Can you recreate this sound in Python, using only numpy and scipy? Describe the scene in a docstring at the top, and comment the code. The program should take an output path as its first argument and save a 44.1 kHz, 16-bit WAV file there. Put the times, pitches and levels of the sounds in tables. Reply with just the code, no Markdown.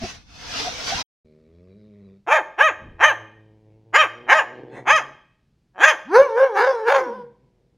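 """Under an office desk, a corgi growls at a retriever, barks seven times and breaks into a wavering yowl.
Before that, a husky lets out a hoarse, open-mouthed hiss (coloured noise) with small grunts (noise puffs).
The corgi's voice is made of vocal-fold pulses sent through throat and mouth filters; the barks are sharp
arches of pitch. The desk and the room answer, and the near microphone rounds off the loudest peaks."""
import sys
import numpy as np
from scipy import signal
from scipy.fft import rfft, irfft, next_fast_len
from scipy.io import wavfile
from scipy.ndimage import uniform_filter1d, map_coordinates

SR = 44100
rng = np.random.default_rng(int(sys.argv[2]) if len(sys.argv) > 2 else 0)


def materialize(psi):
    """Save the field psi as 16-bit PCM at rate SR to the path in sys.argv[1].

    A 1-D psi becomes a single channel; in a 2-D psi each row is a channel.
    """
    bounded = np.clip(np.atleast_2d(psi).T, -1, 1)
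    quanta = np.round(bounded * 32767).astype(np.int16)
    wavfile.write(sys.argv[1], SR, quanta)


N = 342657
T = np.arange(N) / SR  # time of every sample, s


def amp(db):
    """Decibels to a plain factor."""
    return 10 ** (np.asarray(db) / 20)


def unit(x):
    """x scaled to an rms of 1."""
    return x / np.sqrt(np.mean(x ** 2) + 1e-20)


def along(points, hz):
    """Read a table of (f/Hz, value) at hz, with straight lines on a log frequency axis."""
    f, v = np.transpose(points)
    return np.interp(np.log(hz + 1), np.log(f + 1), v)


def curves(rows, t=T):
    """Each column after the first, joined by straight lines and read at t."""
    s, *cols = np.transpose(rows)
    return [np.interp(t, s, c) for c in cols]


def during(rows):
    """1 while a table lasts, with short ramps at both ends."""
    return np.clip(np.minimum(T - rows[0][0], rows[-1][0] - T) / 0.0037 + 1, 0, 1)


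def wobble(rate, size=N):
    """A smooth random curve through `rate` random points a second."""
    points = rng.standard_normal(int(size * rate / SR) + 4)
    return map_coordinates(points, [np.arange(size) * rate / SR])


def filtered(x, response):
    """x with each frequency multiplied by response(hz), which may be complex."""
    n = x.shape[-1]
    m = 2 * next_fast_len(n // 2 + 4096)
    return irfft(rfft(x, m) * response(np.fft.rfftfreq(m, 1 / SR)), m)[..., :n]


def causal(db):
    """The minimum-phase response with this gain: it rings after a pulse, never before it."""
    c = irfft(db * np.log(10) / 20)
    c[1:len(c) // 2] *= 2
    c[len(c) // 2 + 1:] = 0
    return np.exp(rfft(c))


def noise(spectrum):
    """Coloured noise of rms 1."""
    return unit(filtered(rng.standard_normal(N), lambda hz: amp(along(spectrum, hz))))


def steady(x, size):
    """x with its slow level brought to 1."""
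    slow_power = uniform_filter1d(uniform_filter1d(x * x, size), size)
    return x / np.sqrt(np.abs(slow_power) + 1e-9)


def shifting(x, depth_db, above_hz, width_hz=170, life_s=.05):
    """Narrow bright and dull patches come and go in x, deepest well above above_hz."""
    hz, t, z = signal.stft(x, SR, nperseg=1024)
    knots = [hz[:, None] / width_hz + 0 * t, t / life_s + 0 * hz[:, None]]
    patches = unit(map_coordinates(rng.standard_normal((450, 400)), knots, order=1, mode='mirror'))
    depth = depth_db * hz ** 2 / (hz ** 2 + above_hz ** 2)
    gain = amp(depth[:, None] * np.clip(patches, -2, 2))
    gain = gain / np.sqrt(np.mean(gain ** 2, axis=1, keepdims=True))
    return signal.istft(z * gain, SR, nperseg=1024)[1][:len(x)]


def folds(pitch, rough, jitter, jitter_rate, doubling, breath, clear_hz):
    """Vocal folds: one pulse a cycle, and its phase; roughness scatters the cycles.
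    Above clear_hz it also adds sidebands and puffs of air in time with the pulses."""
    n = len(pitch)
    phase = 2 * np.pi * np.cumsum(pitch * (1 + jitter * rough * wobble(jitter_rate, n))) / SR
    turn = (phase + np.pi) % (2 * np.pi) - np.pi
    orders = SR / 2 / pitch  # how many harmonics fit below half the sample rate
    pulses = np.sinc(orders * turn / np.pi) * np.cos(turn / 2) ** 2
    pulses = pulses * np.sqrt(2 * orders) - 1 / np.sqrt(2 * orders)
    # strong and weak cycles alternate, drifting in and out of step
    sidebands = doubling * pulses * np.cos(phase / 2 + 0.85 * wobble(70, n))
    air = breath * rng.standard_normal(n) * (1 + np.cos(phase))
    hoarse = filtered(rough * (sidebands + air), lambda hz: 1 - 1 / (1 + (hz / clear_hz) ** 10))
    return (pulses + hoarse) / np.sqrt(1 + rough ** 2 * (breath ** 2 + doubling ** 2 / 2)), phase


# the barks: start t/s, top of the pitch arch t/s, top pitch f/Hz, rise t/s, level/dB, opening burst level/dB,
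# basic roughness [0-1], chest level/dB, brightness [dB per octave], low resonances level/dB,
# treble through the teeth level/dB
BARKS = [(2.26, 2.344, 626.3, 0.084, -14.5, -1, .55, 9, 0.5, -0.5, -3.5),
         (2.571, 2.649, 636.4, 0.084, -13, 8, 0, -3.5, -2, -4, 0),
         (2.979, 3.072, 618, .084, -13.5, 9, .3, -3, -.5, 1.5, 1),
         (3.921, 3.998, 631, 0.077, -13, 5, .3, 3, 0.5, -7.5, -.5),
         (4.259, 4.366, 634.2, .092, -13.5, 9.5, .4, 2, 1, 2.5, -1.5),
         (4.844, 4.944, 639.3, 0.089, -13, 9, 0, -7, 0, 3.5, 1),
         (5.733, 5.879, 631.2, 0.093, -13.5, 6, .42, 3, 0, -2, 4)]
# the wide open mouth: f/Hz, level/dB
MOUTH = [(120, -39), (300, -7.5), (600, -9), (1100, -1.5), (1800, -1.5), (2600, -5.5), (3200, -13.5),
         (3800, -21.5), (4400, -33), (5500, -30.5), (6600, -22), (7200, -26.5), (7600, -48), (9200, -37.5),
         (15500, -52.5)]
# resonances of the throat and the hollow under the desk: centre f/Hz, width f/Hz, level/dB
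HOLLOW = [(723, 90, 3.5), (854, 80, 7), (1607, 66, 8.5), (2150, 57, -1), (2640, 61, -13.5), (3144, 25, -1),
          (4970, 57, 1.5), (5650, 69, -2), (6270, 35, 3), (6760, 37, -5)]
# first reflections from the floor and the desk panels: delay t/s, level/dB
PANELS = [(.0016, -13.5), (.0033, -24.5), (.0057, -16.5), (.0094, -28)]
BARK_FALL_S = .076  # the pitch falls to about a third in this time
STRAIN, BURST_ROUGH = 0.27, .32  # added roughness: at the feet of the arch; while the pressure peaks
RINGING_DB = 1.5  # added to every resonance


def barks():
    """Each bark sweeps its harmonics up and down through fixed resonances, clearest at the top of the arch."""
    out = np.zeros(N)
    t = np.arange(-SR // 5, SR // 5) / SR  # 0 at the top of the arch
    for start, s, top_hz, rise, db, burst_db, rough, chest_db, bright_db, low_db, teeth_db in BARKS:
        u = t / np.where(t < 0, rise, BARK_FALL_S)
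        pitch = np.maximum(top_hz * np.exp(-np.abs(u) ** 2.3), 180)
        effort_db = bark_effort(u)
        # while the pitch is still climbing, the pressure peaks, tears the voice and drives the resonances
        peak = np.exp(-((u + 0.43) / .14) ** 2)
        burst = burst_db * peak
        rough = np.clip(rough + STRAIN * np.minimum(u * u, 1) + BURST_ROUGH * np.sqrt(peak), 0, 1)
        source = folds(pitch, rough, jitter=.055, jitter_rate=330, doubling=1.05, breath=.45, clear_hz=680)[0]
        source *= amp(effort_db) * np.clip((s + t - start) / 0.028, 0, 1)
        # weak effort closes the folds softly, so the start and the end are duller; rough closure flickers
        soft = filtered(source, lambda hz: 1 / (1 + (hz / 1100) ** 2))
        flicker_db = (1.5 + 3 * rough) * wobble(55, len(t))
        bright_gain = amp(1.8 * np.minimum(effort_db, 0) + 0.34 * burst + flicker_db)
        source = soft + (source - soft) * bright_gain
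        # the winding throat spreads each pulse over a few milliseconds
        source = filtered(source, lambda hz: np.exp(-2j * np.pi * .006 * (hz - 2500 * np.log1p(hz / 2500))))

        def hollow(hz):
            total = 0
            for centre, width, level_db in HOLLOW:
                # the tongue and jaw feed the low resonances more or less from bark to bark
                gain = amp(level_db + low_db * (centre < 1000))
                total = total + gain * 1j * hz * width / (centre * centre - hz * hz + 1j * hz * width)
            return total

        def mouth(hz):
            chest = chest_db / (1 + (hz / 900) ** 4)
            tilt = bright_db * np.log2(np.clip(hz, 400, 8000) / 1500)
            teeth = teeth_db * (1 - 1 / (1 + (hz / 3000) ** 8))
            return causal(along(MOUTH, hz) + chest + tilt + teeth)

        def panels(hz):
            return 1 + sum(amp(g) * np.exp(-2j * np.pi * hz * delay) for delay, g in PANELS)

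        ringing = filtered(source * amp(burst + RINGING_DB), hollow)
        bark = filtered(source + ringing, lambda hz: mouth(hz) * panels(hz))
        # the level is set over the middle of the bark
        out[round(s * SR) - SR // 5:][:len(t)] += amp(db) * bark / np.std(bark[np.abs(t) < .06])
    return out


# timed in rise or fall lengths from the top: full effort is reached; the throat closes; how long that takes
FULL_BEFORE, CLOSE_AFTER, CLOSE_LENGTH = 0.73, 0.95, 0.11
ATTACK_DB, SAG_DB, CLOSE_DB, FADE_DB = 36, 15, 9.5, 13  # per length; sag until closing; drop at it; per length after


def bark_effort(u):
    """Effort in dB along the arch: a fast attack, a sag past the top, a sudden closing and a fade."""
    climb = 3.2 * np.clip(1 + u, 0, 1)
    attack = ATTACK_DB * np.maximum(-u - FULL_BEFORE, 0)
    sag = SAG_DB * np.clip(u / CLOSE_AFTER, 0, 1) ** 2
    closing = CLOSE_DB * np.clip((u - CLOSE_AFTER) / CLOSE_LENGTH, 0, 1)
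    fade = FADE_DB * np.maximum(u - CLOSE_AFTER, 0)
    return climb - attack - sag - closing - fade


# pitch of the yowl: t/s, f/Hz
YOWL_PITCH = [(6.04, 140.8), (6.112, 339.2), (6.184, 522.8), (6.24, 580.8), (6.302, 449.2), (6.352, 445.4),
              (6.424, 556.8), (6.464, 537.5), (6.536, 396.4), (6.564, 395.5), (6.7, 555.2), (6.762, 457.7),
              (6.844, 426.6), (6.924, 561), (7.114, 468.6), (7.154, 520.5), (7.22, 476)]
# the half-closed mouth: f/Hz, level/dB
YOWL_MOUTH = [(480, -33.5), (760, 1), (930, 2.5), (1300, -7), (1700, 0), (2000, -17), (2280, -12),
              (2550, -25), (4000, -31.5), (8000, -64.5)]
# colour of the rasp in the snarls: f/Hz, level/dB
RASP = [(1530, -16.5), (2500, -18.5), (3100, -2.5), (3860, -7.5), (4230, -7.5), (6090, -10.5), (6870, -25),
        (7970, -46.5), (8720, -22.5), (12800, -37.5), (14600, -42), (15500, -33)]
RASP_DB, RASP_GROWS = -16, 1.28  # rasp when the overtones are at 0 dB; dB of rasp per dB of overtones
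DULL_BELOW_DB, DULL_HZ = -22.5, 1200  # overtones weaker than this lose strength above this frequency
YOWL_RELEASE_S = 0.13  # the voice fades over this time, the overtones sooner than the tone


def yowl():
    """A strong, clean fundamental whose overtones tear into a snarl on the swells."""
    low_db, over_db, rough, jaw = swells()
    pitch = uniform_filter1d(curves(YOWL_PITCH)[0], size=700)
    source, phase = folds(pitch, rough, jitter=.085, jitter_rate=250, doubling=1.7, breath=.75, clear_hz=650)
    # loose tissue rattles and shakes all of the voice together
    rattle_db = rough * wobble(160)
    fundamental = np.sin(phase) * np.sqrt(2) * amp(4 * rattle_db)

    def through(mouth):
        shaken = source * amp(5 * rattle_db)
        return steady(filtered(shaken, lambda hz: causal(along(mouth, hz))), size=900)

    # an open jaw gives the overtones the colour of a bark; a weak voice is duller
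    overtones = steady((1 - jaw) * through(YOWL_MOUTH) + jaw * through(MOUTH), size=900)
    dull = filtered(overtones, lambda hz: 1 / (1 + (hz / DULL_HZ) ** 8))
    overtones = dull + (overtones - dull) * amp(np.minimum(over_db - DULL_BELOW_DB, 0))
    # the rasp mixes pulsing air with the rough pulses themselves
    raspy_air = unit(noise(RASP) * (1 + .3 * np.cos(phase)))
    raspy_pulses = unit(filtered(source, lambda hz: causal(along(RASP, hz))))
    rasp = unit(raspy_air + 1.2 * raspy_pulses) * amp(3.97 * rattle_db)
    # the voice swells as it climbs, and only then do the overtones and the rasp set in
    fundamental = fundamental * np.clip((pitch - 120) / 220, 0, 1) ** 2
    upper = amp(over_db) * overtones + amp(RASP_DB + RASP_GROWS * over_db) * rasp
    upper = np.clip((pitch - 230) / 130, 0, 1) * upper
    start, end = YOWL_PITCH[0][0], YOWL_PITCH[-1][0]
    sounding = np.interp(T, [start, end, end + YOWL_RELEASE_S], [1, 1, 0], left=0)
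    return sounding * amp(low_db) * fundamental + sounding ** 4 * upper


# swells of the yowl, each a snarl and then a clear tone: start t/s, snarl hold t/s, snarl level/dB,
# release [dB per s], roughness [0-1], jaw opening [0-1], tone's delay t/s, tone's half length t/s, tone level/dB
SWELLS = [(6.105, .008, -12.5, 160.5, .2, 0.17, 0.078, 0.041, -6.5),
          (6.327, .08, -23.5, 300.5, .28, 0, 0.089, 0.056, -13.5),
          (6.524, 0.052, -17, 114.5, 0.5, 0.2, 0.14, 0.072, -16.5),
          (6.836, .075, -16, 223.5, .55, 0.3, 0.1, 0.083, -18)]
SWELL_ATTACK_S, SWELL_ATTACK_DB = .05, 25  # a snarl climbs this far in this time
HELD_TONE_DB, HELD_OVERTONES_DB, HELD_ROUGH = -31, -32, 0.027  # the voice between swells
YOWL_FADE_S, YOWL_FADE_DB_PER_S = 7.057, 51.5  # when the held voice starts to die away, and how fast


def swells():
    """The yowl's tone and overtone levels in dB, roughness and jaw opening: swells on top of a held voice."""
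    held = amp(-YOWL_FADE_DB_PER_S * np.maximum(T - YOWL_FADE_S, 0))
    tone, over = amp(HELD_TONE_DB) * held, amp(HELD_OVERTONES_DB) * held
    rough, jaw = HELD_ROUGH, 0
    for start, hold, snarl_db, release, roughness, opening, delay, half, tone_db in SWELLS:
        t = T - start
        attack_db = SWELL_ATTACK_DB * np.minimum(t / SWELL_ATTACK_S - 1, 0)
        shape_db = attack_db - release * np.maximum(t - SWELL_ATTACK_S - hold, 0)
        over = np.hypot(over, amp(snarl_db + shape_db))
        tone = np.hypot(tone, amp(tone_db) * np.exp(-((t - delay) / half) ** 2))
        # roughness comes in faster than the level and leaves more slowly
        rough = rough + roughness * amp(np.where(t < SWELL_ATTACK_S, 1.2, .4) * shape_db)
        jaw = jaw + opening * amp(.4 * shape_db)
    return 20 * np.log10(tone), 20 * np.log10(over), np.clip(rough, 0, 1), np.clip(jaw, 0, 1)


# the growl through bared teeth between barks: t/s, pitch f/Hz, level/dB
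TEETH = [(2.68, 94.6, -55.5), (2.93, 76.1, -51.5), (3.12, 110.3, -49.5), (3.6, 107.3, -56),
         (4.1, 110.4, -53), (4.22, 122.4, -44.5), (4.45, 120.3, -50.5), (4.58, 124.2, -40.5),
         (4.8, 130.3, -43), (5.1, 134.6, -54), (5.3, 130, -89.5)]
# the growl that the yowl sinks into: t/s, pitch f/Hz, level/dB
GRUMBLE = [(6.98, 439.7, -34.5), (7.1, 226.2, -44.5), (7.2, 194.8, -45), (7.27, 133, -61.5),
           (7.77, 120.9, -67)]
# how tense the growl between barks is at each pitch: f/Hz, roughness [0-1], mouth opening [0-1]
TENSION = [(108.7, 0.2, .12), (119.4, .13, .7), (129.3, 0.7, 0.6)]


def growls():
    """Between the barks, the growl's pitch sets its roughness and opening; after the yowl it is slack."""
    rough, opening = curves(TENSION, curves(TEETH)[0])
    return growl(TEETH, rough, opening) + growl(GRUMBLE, rough=0.48, opening=0.16)


# the throat behind bared teeth: f/Hz, level/dB
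TEETH_THROAT = [(60, -29), (115, -7), (230, -4), (370, 1), (490, 0), (620, -11.5), (900, -13), (1300, -36),
                (2200, -26.5), (4000, -42.5), (12000, -74)]


def growl(rows, rough, opening):
    """A chest hum that gains overtones as the lips draw back."""
    pitch, db = curves(rows)
    rough = np.clip(rough, 0, 1)
    source, phase = folds(pitch, rough, jitter=.1, jitter_rate=70, doubling=.7, breath=1, clear_hz=180)
    overtones = steady(filtered(source, lambda hz: causal(along(TEETH_THROAT, hz))), size=2000)
    voice = steady(np.cos(phase) + 3.6 * opening * overtones, size=2000)
    return during(rows) * amp(db + 1.3 * wobble(18)) * voice


# the closed-mouth growl: t/s, pitch f/Hz, level/dB
GROWL = [(1.25, 76.3, -54.5), (1.452, 78, -54), (1.732, 97.5, -48.5), (1.778, 105.6, -51),
         (1.916, 104.7, -50), (2.1, 95, -48), (2.17, 99, -53.5), (2.22, 100.8, -70)]
# the closed throat: f/Hz, level/dB
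GROWL_THROAT = [(40, -22), (80, 5.5), (140, -5.5), (205, 7.5), (290, -10.5), (400, 3), (500, -8),
                (620, -10), (760, -33), (1100, -31), (1600, -39.5), (2300, -29), (3000, -47.5), (3900, -35),
                (6000, -52.5), (12000, -82)]


def warning_growl():
    """Slow, even pulses through a dark, closed throat, with a little air on top."""
    pitch, db = curves(GROWL)
    source = folds(pitch, .12, jitter=.12, jitter_rate=60, doubling=.5, breath=8, clear_hz=950)[0]
    voice = steady(filtered(source, lambda hz: causal(along(GROWL_THROAT, hz))), size=2000)
    return during(GROWL) * amp(db) * voice


# colour of the spit: f/Hz, level/dB
SPIT = [(290, -29.5), (500, -1), (608, -6.5), (886, -5.5), (1350, -21), (1960, -5), (2860, -33),
        (3280, -18.5), (4220, -26.5), (4460, -51), (6880, -35), (14000, -62)]
SPIT_S, SPIT_HALF_S, SPIT_DB = 4.77, 0.038, -38  # middle, half length, level at the middle


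def spit():
    """A brief rasp of air through the corgi's teeth: one short swell of coloured noise."""
    return amp(SPIT_DB) * np.exp(-((T - SPIT_S) / SPIT_HALF_S) ** 2) * noise(SPIT)


# the husky's hiss: t/s, level/dB
HISS = [(0.0, -47), (0.032, -38), (0.104, -37.5), (0.244, -61.5), (0.332, -50), (0.594, -27),
        (0.754, -35.5), (0.858, -32.5), (0.872, -27), (1.015, -29)]
# colour of the rushing air: f/Hz, level/dB
AIR = [(120, -54), (200, -19), (281, -6), (342, -20.5), (508, -7), (556, -15), (714, -5.5), (824, -11.5),
       (1410, -10), (2250, -11), (2550, -8.5), (2890, -10.5), (5920, -10), (7470, -26.5), (14500, -44.5)]
# colour of the low rumble: f/Hz, level/dB
RUMBLE = [(13, -27), (22, 3), (92, 6.5), (157, -1.5), (230, -2), (260, -8), (340, -11), (570, -120)]
RUMBLE_DB, RUMBLE_FOLLOWS = -35.5, 0.32  # rumble when the air is at 0 dB; dB of rumble per dB of air


def hiss():
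    """Air rushes through the husky's open jaws, wide in stereo, over a low rumble that swells with it."""
    air_db, = curves(HISS)
    rumble_db = RUMBLE_DB + RUMBLE_FOLLOWS * air_db
    air = shifting(noise(AIR), depth_db=3.5, above_hz=330, width_hz=90)
    mid = amp(air_db + 0.97 * wobble(45)) * air + amp(rumble_db) * noise(RUMBLE)
    # separate noise, added on the left and subtracted on the right
    side = amp(air_db - 2.5) * noise(AIR) + amp(rumble_db - 5.0) * noise(RUMBLE)
    ending = np.interp(T, [HISS[-1][0], HISS[-1][0] + .014], [1, 0])
    return ending * np.array([mid + side, mid - side])


# the husky's grunts: t/s, half length t/s, resonance f/Hz, level/dB
GRUNTS = [(.038, 0.02, 693, -31.5), (.04, 0.016, 364, -33.5), (.045, 0.023, 239, -31.5),
          (.61, .018, 440, -38), (.675, .022, 698, -27.5), (.93, 0.012, 750, -24)]
# soft low bumps: t/s, half length t/s, centre f/Hz, level/dB
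BUMPS = [(.04, .02, 70, -33), (.95, .03, 90, -37), (2.87, 0.053, 150, -44), (2.91, .06, 52.3, -44.5),
         (6.205, .022, 141, -42.5)]
GRUNT_WIDTH, BUMP_WIDTH = .12, 1.6  # bandwidth over centre frequency


def puffs(rows, width):
    """Each is a short swell of noise in one resonance."""
    out = np.zeros(N)
    t = np.arange(-SR // 5, SR // 5) / SR
    for s, length, hz, db in rows:
        band = filtered(rng.standard_normal(len(t)), lambda f: 1 / (1 + (2 * (f - hz) / (width * hz)) ** 2))
        swell = np.exp(-(t / length) ** 2)
        puff = amp(db) * unit(band * swell) * np.sqrt(np.mean(swell ** 2))
        out += np.interp(T, s + t, puff, 0, 0)
    return out


def desk(x):
    """Dense, short reflections from the panels around the dog."""
    t = np.arange(SR // 8) / SR
    slap = rng.standard_normal(len(t)) * amp(-60 * t / 0.16) * (t > .006)
    return signal.fftconvolve(x, slap / np.linalg.norm(slap))[:N]


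# how long the office takes to die away by 60 dB: f/Hz, t/s
ROOM = [(150, 0.55), (500, 0.5), (1500, 0.53), (3500, 0.68), (7000, 0.39), (14000, 0.4)]


def room(x):
    """The office's tail: noise in which each frequency dies at its own speed."""
    hz, t, z = signal.stft(rng.standard_normal(SR), SR, nperseg=256)
    tail = signal.istft(z * amp(-60 * t / along(ROOM, hz)[:, None]), SR, nperseg=256)[1]
    # colour of the tail: f/Hz, level/dB
    colour = [(200, 8.5), (600, 2.0), (3000, -7), (4500, -4.0), (12000, 0.5)]
    tail = filtered(unit(tail), lambda f: amp(along(colour, f)))
    delayed = np.pad(tail, (300, 0))  # samples of silence first
    return signal.fftconvolve(x, delayed / np.sqrt(len(tail)))[:N]


# colour of the office's background noise: f/Hz, level/dB
FLOOR = [(20, -20.5), (50, -4.5), (86, -13.5), (125, -6), (200, -11), (520, -27), (1100, -36),
         (5000, -40.5), (15000, -59)]


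def office_floor():
    """The quiet office: faint, steady coloured noise that starts with the first growl."""
    return amp(-65.0) * noise(FLOOR) * (T > GROWL[0][0])


def scene():
    """The corgi is dead ahead in the quiet office; the husky's hiss, the grunts and the bumps join it."""
    voice = barks() + yowl() + warning_growl() + growls() + spit()
    voice = shifting(voice, depth_db=7.0, above_hz=2100)
    near = voice + amp(-12) * desk(voice)
    office = near + amp(-14.5) * room(voice) + office_floor()
    return hiss() + puffs(GRUNTS, GRUNT_WIDTH) + puffs(BUMPS, BUMP_WIDTH) + office


TOP_HZ = 15750  # the microphone's band limit


def record(dry):
    """The microphone rounds off the highest peaks and keeps nothing above its band limit."""
    rounded = dry / (1 + np.abs(dry) ** 8) ** (1 / 8)
    return filtered(rounded, lambda hz: hz < TOP_HZ)


dry = scene()
out = record(dry)
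materialize(out)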